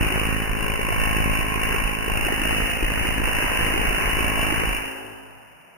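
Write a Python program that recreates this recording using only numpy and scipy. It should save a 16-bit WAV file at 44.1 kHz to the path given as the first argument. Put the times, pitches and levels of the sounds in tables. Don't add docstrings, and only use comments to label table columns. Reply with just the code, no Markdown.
import sys
import numpy as np
from scipy import signal
from scipy.fft import rfft, irfft, next_fast_len
from scipy.io import wavfile
from scipy.ndimage import map_coordinates

SR = 44100
rng = np.random.default_rng(int(sys.argv[2]) if len(sys.argv) > 2 else 0)


def persist_wave(psi):
    counts = np.round(np.clip(psi, -1, 1) * 32767).astype(np.int16)
    wavfile.write(sys.argv[1], SR, np.atleast_2d(counts).T)


N = 254456
SPARK_HZ, FIRST_S, OFF_S = 53.6144, 0.0088, 4.95


def undb(db):
    return 10 ** (np.asarray(db) / 20)


def colour(x, points):
    n = next_fast_len(x.shape[-1] + 4096)
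    freq_hz, gain_db = np.transpose(points)
    bin_hz = np.arange(n // 2 + 1) * SR / n
    gain = undb(np.interp(np.log(bin_hz + 1), np.log(freq_hz), gain_db))
    return irfft(rfft(x, n) * gain, n)[..., :x.shape[-1]]


def ring(x, freq_hz, t60_s):
    pole = np.exp(2j * np.pi * freq_hz / SR - np.log(1000) / (t60_s * SR))
    return signal.lfilter([1], [1, -pole], x).imag


def bump(rise_ms, fall_ms, size=1400):
    ms = np.arange(size) * 1000 / SR
    y = (1 - np.exp(-ms / rise_ms)) ** 2 * np.exp(-ms / fall_ms)
    return y / y.max()


def clicks(times_s, sizes):
    return np.bincount(np.clip(times_s * SR, 0, N - 1).astype(int), sizes, N)


def overlay(times_s, bursts):
    where = (times_s * SR).astype(int)[:, None] + np.arange(bursts.shape[1])
    return np.bincount(where.ravel(), bursts.ravel(), N)[:N]


def drift(shape, keep, order=2):
    fresh = rng.standard_normal((shape[0] + 60,) + shape[1:])
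    feedback = np.r_[1, np.zeros(order - 1), -keep]
    rows = signal.lfilter([np.sqrt(1 - keep ** 2)], feedback, fresh, axis=0)
    return rows[60:]


# freq_hz, relative_density_db
AIR_SPECTRUM = [(35, -40), (60, -24), (123, -20), (152, -10), (296, -19), (648, -15.5), (1810, -19.5),
                (2950, -14), (3840, -49), (6490, -120)]
AIR_RMS_DB = -51.5


def air():
    x = colour(rng.standard_normal((2, N)), AIR_SPECTRUM)
    return undb(AIR_RMS_DB) * x / np.sqrt(np.mean(x ** 2))


# freq_hz, gain_db
NEAR_ECHO_COLOUR = [(40, -24), (160, -16), (300, -15), (500, -14), (750, -9), (1000, -2.5), (1300, -0.5),
                    (2300, -7), (2700, -5.5), (2950, -2.5)]
# freq_hz, gain_db
FAR_ECHO_COLOUR = [(40, -36), (160, -25), (300, -9), (500, -4.5), (750, 6), (1000, 7.5), (1300, 8),
                   (2300, -20), (2950, -14)]
NEAR_T60_S, FAR_T60_S = 1.15, 3.2


def garden(x):
    t = np.arange(int(1.5 * SR)) / SR
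    near = undb(-37 - 60 * t / NEAR_T60_S)
    far = undb(-51.5 - 60 * t / FAR_T60_S)
    noise = rng.standard_normal(len(t)) * (1 - np.exp(-t / 0.0033))
    tail = colour(noise * near, NEAR_ECHO_COLOUR) + colour(noise * far, FAR_ECHO_COLOUR)
    earlier = x[:int(30 * SR / SPARK_HZ)]
    return signal.fftconvolve(np.r_[earlier, x], tail)[len(earlier):len(earlier) + N]


# multiple, level_db, t60_s, arrival_delay_s
HUM_PARTIALS = [(1, -61, 2.4, 0.33), (2, -55, 1, 0.66), (3, -45.5, 0.44, 0.), (4, -49, 1.5, 0.017),
                (5, -43.5, 1.73, 0.041), (6, -55, 1.2, 0.31), (7, -44.5, 1.1, 0.25), (8, -47, 0.9, 0.37),
                (9, -55.5, 1.8, 0), (10, -58.5, 1.2, 0.36), (11, -67, 1.9, 0.48)]
HUM_SWELL_DB, HUM_WAVER_RAD = 3, 0.5
HUM_RIGHT_LAG_S = 0.004


def hum(times_s, sizes, side):
    grid_s = np.arange(int(N / SR * SPARK_HZ) + 2) / SPARK_HZ
    waver = drift((len(grid_s), len(HUM_PARTIALS), 2), 0.82, order=1).T
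    t = np.arange(N) / SR
    late_s = t - FIRST_S - HUM_RIGHT_LAG_S * side
    out = 0
    for (multiple, level_db, t60_s, delay_s), swell, turn in zip(HUM_PARTIALS, *waver):
        keep = 1000 ** (-1 / (t60_s * SPARK_HZ))
        fed = np.interp(grid_s - delay_s, times_s, sizes, right=0)
        stored = signal.lfilter([1 - keep], [1, -keep], fed, zi=[keep * fed[0]])[0]
        level = stored * undb(level_db + HUM_SWELL_DB * swell) * np.exp(1j * HUM_WAVER_RAD * turn)
        carrier = np.exp(2j * np.pi * round(multiple) * SPARK_HZ * late_s)
        out = out + (np.interp(t, grid_s, level) * carrier).imag
    return out


# start_s, end_s, first_hz, last_hz, level_db
RING_SPELLS = [(0, 0.362, 1065, 1100, -25), (0.43, 0.894, 1064, 1075, -25.5),
               (0.956, 1.85, 1071, 1075, -21), (3.44, 3.65, 1008, 1046, -23.5),
               (3.857, 3.964, 1088, 1060, -26), (4.09, 4.607, 1068, 1106, -20)]
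RING_REST_DB, RING_FADE_DB_PER_S = -50, 19


def metal(times_s, arc_db, slip_s, side):
    start_s, end_s, first_hz, last_hz, level_db = np.transpose(RING_SPELLS)
    now_s = times_s[:, None]
    pitch_hz = first_hz + (last_hz - first_hz) * np.clip((now_s - start_s) / (end_s - start_s), 0, 1)
    away_s = np.maximum(0, np.maximum(start_s - now_s, now_s - end_s))
    spell_db = level_db - RING_FADE_DB_PER_S * away_s
    tone_db = np.maximum(spell_db.max(axis=1) + np.minimum(arc_db, 0), RING_REST_DB + arc_db)
    chance = rng.standard_normal((len(times_s), 2)).T
    onset_s = times_s + 0.0012 * side + 4e-5 * chance[0] + slip_s
    env = bump(2.2, 4.8)
    t = np.arange(len(env)) / SR
    loudest_hz = pitch_hz[np.arange(len(times_s)), spell_db.argmax(axis=1)]
    phase = 2 * np.pi * loudest_hz[:, None] * t
    tone = env * np.sin(phase) + undb(-3.5) * bump(1.0, 10.3) * np.sin(2.1 * phase)
    scatter_db = 1.3 * chance[1]
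    return overlay(onset_s, undb(tone_db + scatter_db)[:, None] * tone)


# time_s, level_db, pitch_hz, left_minus_right_db
ARC_JUMPS = [(0.026, -28, 313, 11), (0.045, -23, 353, 0.0), (0.063, -21, 444, -10), (0.101, -23, 307, 3),
             (0.12, -25, 369, 8), (0.157, -19, 480, -2.0), (0.215, -23, 374, -11), (0.232, -26, 460, 0.0),
             (0.605, -27, 308, -0.5), (0.792, -21, 417, 2), (0.903, -20, 441, -2), (0.923, -18, 790, 1.0),
             (1.145, -28, 431, 1), (1.183, -21, 439, 2.0), (1.557, -17, 423, -7), (1.67, -23, 570, -13),
             (1.686, -20.5, 420, -4), (1.706, -23, 430, 3), (1.742, -18, 444, 4), (2.078, -26, 443, 7),
             (2.097, -18, 740, -1.0), (2.267, -19, 396, -3.0), (2.283, -16, 724, 5), (2.304, -21, 624, -9),
             (2.321, -13.5, 439, -1), (2.414, -20.5, 314, 3), (2.452, -17, 725, -4), (2.527, -26, 347, 2),
             (2.601, -19, 510, -0.5), (2.825, -20, 327, 6), (3.05, -24, 320, -1.0), (3.106, -27, 330, -1.5),
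             (3.197, -25, 305, -4), (3.405, -20, 600, 0.5), (3.424, -21, 363, 4), (3.443, -18, 336, 0),
             (3.458, -29, 487, -3), (3.571, -17.5, 592, 0), (3.61, -25, 482, -6), (3.685, -26, 455, -1),
             (3.701, -23, 480, 4), (3.738, -24, 298, -2.0), (3.758, -21, 328, 1), (3.775, -19, 398, 3),
             (3.813, -24, 428, 0), (3.98, -19, 565, 0.0), (4.185, -16, 398, 0), (4.204, -23, 345, 1.5),
             (4.319, -23, 441, -1.0), (4.371, -16, 676, -5), (4.39, -20, 697, 0), (4.467, -20, 325, -3.0),
             (4.484, -23, 312, -2.5), (4.522, -17.5, 320, 4), (4.595, -16, 390, -1), (4.615, -23, 310, -5),
             (4.635, -22, 480, 7)]
JUMP_CYCLES, JUMP_GAIN_DB = 1.3, 1


def jumps(times_s, side):
    out = np.zeros(N + 2000)
    t = np.arange(2000) / SR
    for jump_s, level_db, pitch_hz, pan_db in ARC_JUMPS:
        nearest_s = times_s[np.abs(times_s - jump_s).argmin()]
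        at = int((nearest_s + 0.00028 * side) * SR)
        cycles = pitch_hz * t
        x = cycles / JUMP_CYCLES
        knock = x * np.exp(1 - x) ** 2 * np.sin(2 * np.pi * cycles)
        out[at:at + 2000] += undb(JUMP_GAIN_DB + level_db + pan_db * (1 - side)) * knock
    return out[:N]


def pops(times_s, sizes):
    hits = clicks(times_s + 0.0009, sizes)
    return signal.fftconvolve(hits, np.gradient(bump(0.5, 0.75, size=300)) * 20)[:N]


# delay_ms, level_db
FENCE_ECHO = [(4.49, -10), (3.05, -2)]


def fence(x, side):
    delay_ms, level_db = FENCE_ECHO[side]
    return x + undb(level_db) * np.roll(x, int(delay_ms * SR / 1000))


# delay_ms, rise_ms, fall_ms, level_db, sign
SPARK_PUSH = [
    [(0.0, 0.3, 1.6, -18.5, 1)],
    [(0.0, .4, 0.4, -25, 1), (1.0, 0.6, 5.5, -20.5, -1)],
]
# time_s, level_db, left_minus_right_db
DEEP_THUMPS = [(0.047, -31, 12), (0.494, -15, -3), (0.588, -23, -2), (0.923, -22, -1), (0.998, -39, 1),
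               (1.296, -30, -8), (1.557, -23, 9), (1.781, -20, 8), (1.837, -13, -7), (2.117, -22, -3),
               (2.173, -29, -1.5), (2.397, -29, 8), (2.621, -18, 14), (2.826, -9.5, 3), (2.882, -18, -2),
               (3.18, -20, -4), (3.441, -16, -8), (3.572, -23, -4), (3.87, -13, -12), (4.057, -12, -6),
               (4.131, -18, 17), (4.672, -13.5, -3), (4.691, -18, -10)]
OPPOSED = 0.63


def shoves(times_s, sizes, loose, common, side):
    chance = rng.standard_normal((len(times_s), 2)).T
    strength = 1 + 0.35 * chance[0] + 0.35 * drift(times_s.shape, 0.8, order=1)
    push = 0
    for delay_ms, rise_ms, fall_ms, level_db, sign in SPARK_PUSH[side]:
        hits = clicks(times_s + delay_ms / 1000, sizes * strength)
        push = push + sign * undb(level_db) * signal.fftconvolve(hits, bump(rise_ms, fall_ms))[:N]
    thump_s, thump_db, pan_db = np.transpose(DEEP_THUMPS)
    nearest_s = times_s[np.abs(thump_s[:, None] - times_s).argmin(axis=1)]
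    thumps = clicks(nearest_s, undb(thump_db + pan_db * (0.5 - side)))
    stray = np.sqrt(OPPOSED) * common * (-1) ** side + np.sqrt(1 - OPPOSED) * chance[1]
    kicks = clicks(times_s, loose * stray) - thumps
    shove = signal.fftconvolve(kicks, bump(0.44, 7.4, size=3000))[:N]
    swing = undb(-45) * ring(shove, 42, 0.22)
    low_cut = signal.butter(2, 24, "high", fs=SR, output="sos")
    return signal.sosfilt(low_cut, push + shove + swing)


def ticks(shape, kept=0.45):
    return np.sqrt(kept) * drift(shape, 0.8) + np.sqrt(1 - kept) * rng.standard_normal(shape)


# rise_ms, fall_ms, fence_delay_ms, fence_db
CRACK_FRONT = [(1.3, 1.3, 4.0, -7), (1.2, 1.4, 2.6, -5)]
# freq_hz, gain_db
CRACK_COLOUR = [(40, 8.5), (300, -3.5), (600, -1.5), (950, -8), (1260, -14.5), (1600, -1), (2450, 0),
                (2700, 5.5), (2950, 3.5)]
# time_s, gain_db
CRACK_TREBLE = [(0, -0.18), (0.45, 1.5), (0.7, -3), (1.1, -2), (1.45, 0.5), (1.7, 2), (2.0, -3), (2.3, -1),
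                (2.6, 0.5), (3.0, 1), (3.4, 0), (3.7, -1.5), (4.0, 2), (4.3, 0), (4.7, 4.5)]
WALL_MS, WALL_DB = 9.6, -12
ALIKE = 0.877


def cracks(times_s, sizes, tight, both, side):
    rise_ms, fall_ms, fence_ms, fence_db = CRACK_FRONT[side]
    env = bump(rise_ms, fall_ms)
    env = np.hypot(env, undb(fence_db) * np.roll(env, int(fence_ms * SR / 1000)))
    wall = np.roll(bump(2 * rise_ms, 2 * fall_ms), int(WALL_MS * SR / 1000))
    env = np.hypot(env, undb(WALL_DB) * wall)
    shape = env ** tight[:, None]
    shape = shape * np.sqrt(np.sum(env ** 2) / np.sum(shape ** 2, axis=1))[:, None]
    burst = np.sqrt(ALIKE) * both + np.sqrt(1 - ALIKE) * ticks(both.shape)
    y = colour(overlay(times_s, sizes[:, None] * burst * shape), CRACK_COLOUR)
    high_pass = signal.butter(2, 2000, "high", fs=SR, output="sos")
    treble = signal.sosfiltfilt(high_pass, y)
    treble_gain = undb(np.interp(np.arange(N) / SR, *np.transpose(CRACK_TREBLE)))
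    return y + (treble_gain - 1) * treble


# time_s, strength_db, push_db, pop_db
ARC_STRENGTH = [(0.0, 8.5, 11, -15), (0.101, 2, 2.5, -40), (0.35, -3, 13, -31), (0.9, 1.5, 2.5, -15),
                (1.2, 1.5, 13, -67), (1.45, -1.5, 7.5, -46), (1.7, 7, 0.5, -16), (1.9, -4.5, 5.5, -18),
                (2.2, 4, -1.5, -23.5), (2.6, 2.5, 5.5, -10.5), (2.751, 2.5, -0.5, -22),
                (3.2, 1, 9.5, -14.5), (3.45, 5.5, -10, -17), (3.8, 3, 6, -17), (4.0, 6, -9, -40),
                (4.2, 2.5, 7, -12), (4.5, 5, 1.5, -40), (4.68, -4, 14, -4.5), (4.74, -9, -11, -14),
                (4.891, -17, -27, -23), (4.95, -58, -9, -34)]
WANDER_DB = 2.2
CRACK_DB, HUM_DB, LOOSE_DB = -5, 3, -27.5
STAGGER_MS, RIGHT_LAG_MS = 0.45, 0.6
TIGHT_SPREAD = 0.18


def scene():
    k = np.arange(int((OFF_S - FIRST_S) * SPARK_HZ))
    chance = rng.standard_normal((len(k), 4)).T
    beat_s = FIRST_S + k / SPARK_HZ
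    times_s = beat_s - STAGGER_MS / 1000 * (1 - k % 2) + 2e-5 * chance[0]
    even_s = beat_s - 0.0001 + 6e-5 * chance[0]

    point_s, *columns = np.transpose(ARC_STRENGTH)
    arc_db, push_db, pop_db = (np.interp(times_s, point_s, c) for c in columns)
    arc_db = arc_db + WANDER_DB * drift(k.shape, 0.75, order=1)
    sizes = undb(arc_db + CRACK_DB + 0.7 * chance[1])
    pushes = undb(arc_db + push_db)
    loose = undb(LOOSE_DB + 0.89 * arc_db + np.minimum(push_db + 13, 0))
    snaps = pops(times_s, undb(arc_db + pop_db) * np.clip(chance[2], -2, 2))
    beats = undb(arc_db + HUM_DB)

    both = ticks((len(k), 1400))
    lag_s = (RIGHT_LAG_MS + 0.12 * drift(k.shape, 0.93, order=1)) / 1000
    slip_s = 2e-4 * drift(k.shape, 0.8)
    tight = 1.3 * np.exp(TIGHT_SPREAD * drift(k.shape, 0.5, order=1))

    out = []
    for side in range(2):
        crack = cracks(times_s - 0.0006 + side * lag_s, sizes, tight, both, side)
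        push = shoves(even_s, pushes, loose, chance[3], side)
        knocks = fence(np.roll(snaps, 30 * side) + jumps(times_s, side), side)
        tone = metal(times_s, arc_db, slip_s, side)
        echoes = hum(times_s, beats, side) + undb(-0.8 * side) * garden(crack)
        out.append(crack + tone + knocks + push + echoes)
    return np.array(out) + air()


HOLD_HZ, BAND_HZ, TOP_HZ = 12003.86, 2958, 15100
EDGE_HZ, EDGE_DB, EDGE_T60_S = 3001, -68, 0.78


def record(dry):
    soft = np.tanh(2.2 * dry) / 2.2
    band_limit = signal.ellip(10, 0.5, 65, BAND_HZ, fs=SR, output="sos")
    band = signal.sosfilt(band_limit, soft)
    band = band + undb(EDGE_DB) * ring(soft, EDGE_HZ, EDGE_T60_S)
    at = np.floor(np.arange(N) * HOLD_HZ / SR) * SR / HOLD_HZ
    held = np.array([map_coordinates(c, [at], order=3, mode="nearest") for c in band])
    top_cut = signal.ellip(8, 0.2, 70, TOP_HZ, fs=SR, output="sos")
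    return signal.sosfilt(top_cut, held)


dry = scene()
out = record(dry)
persist_wave(out)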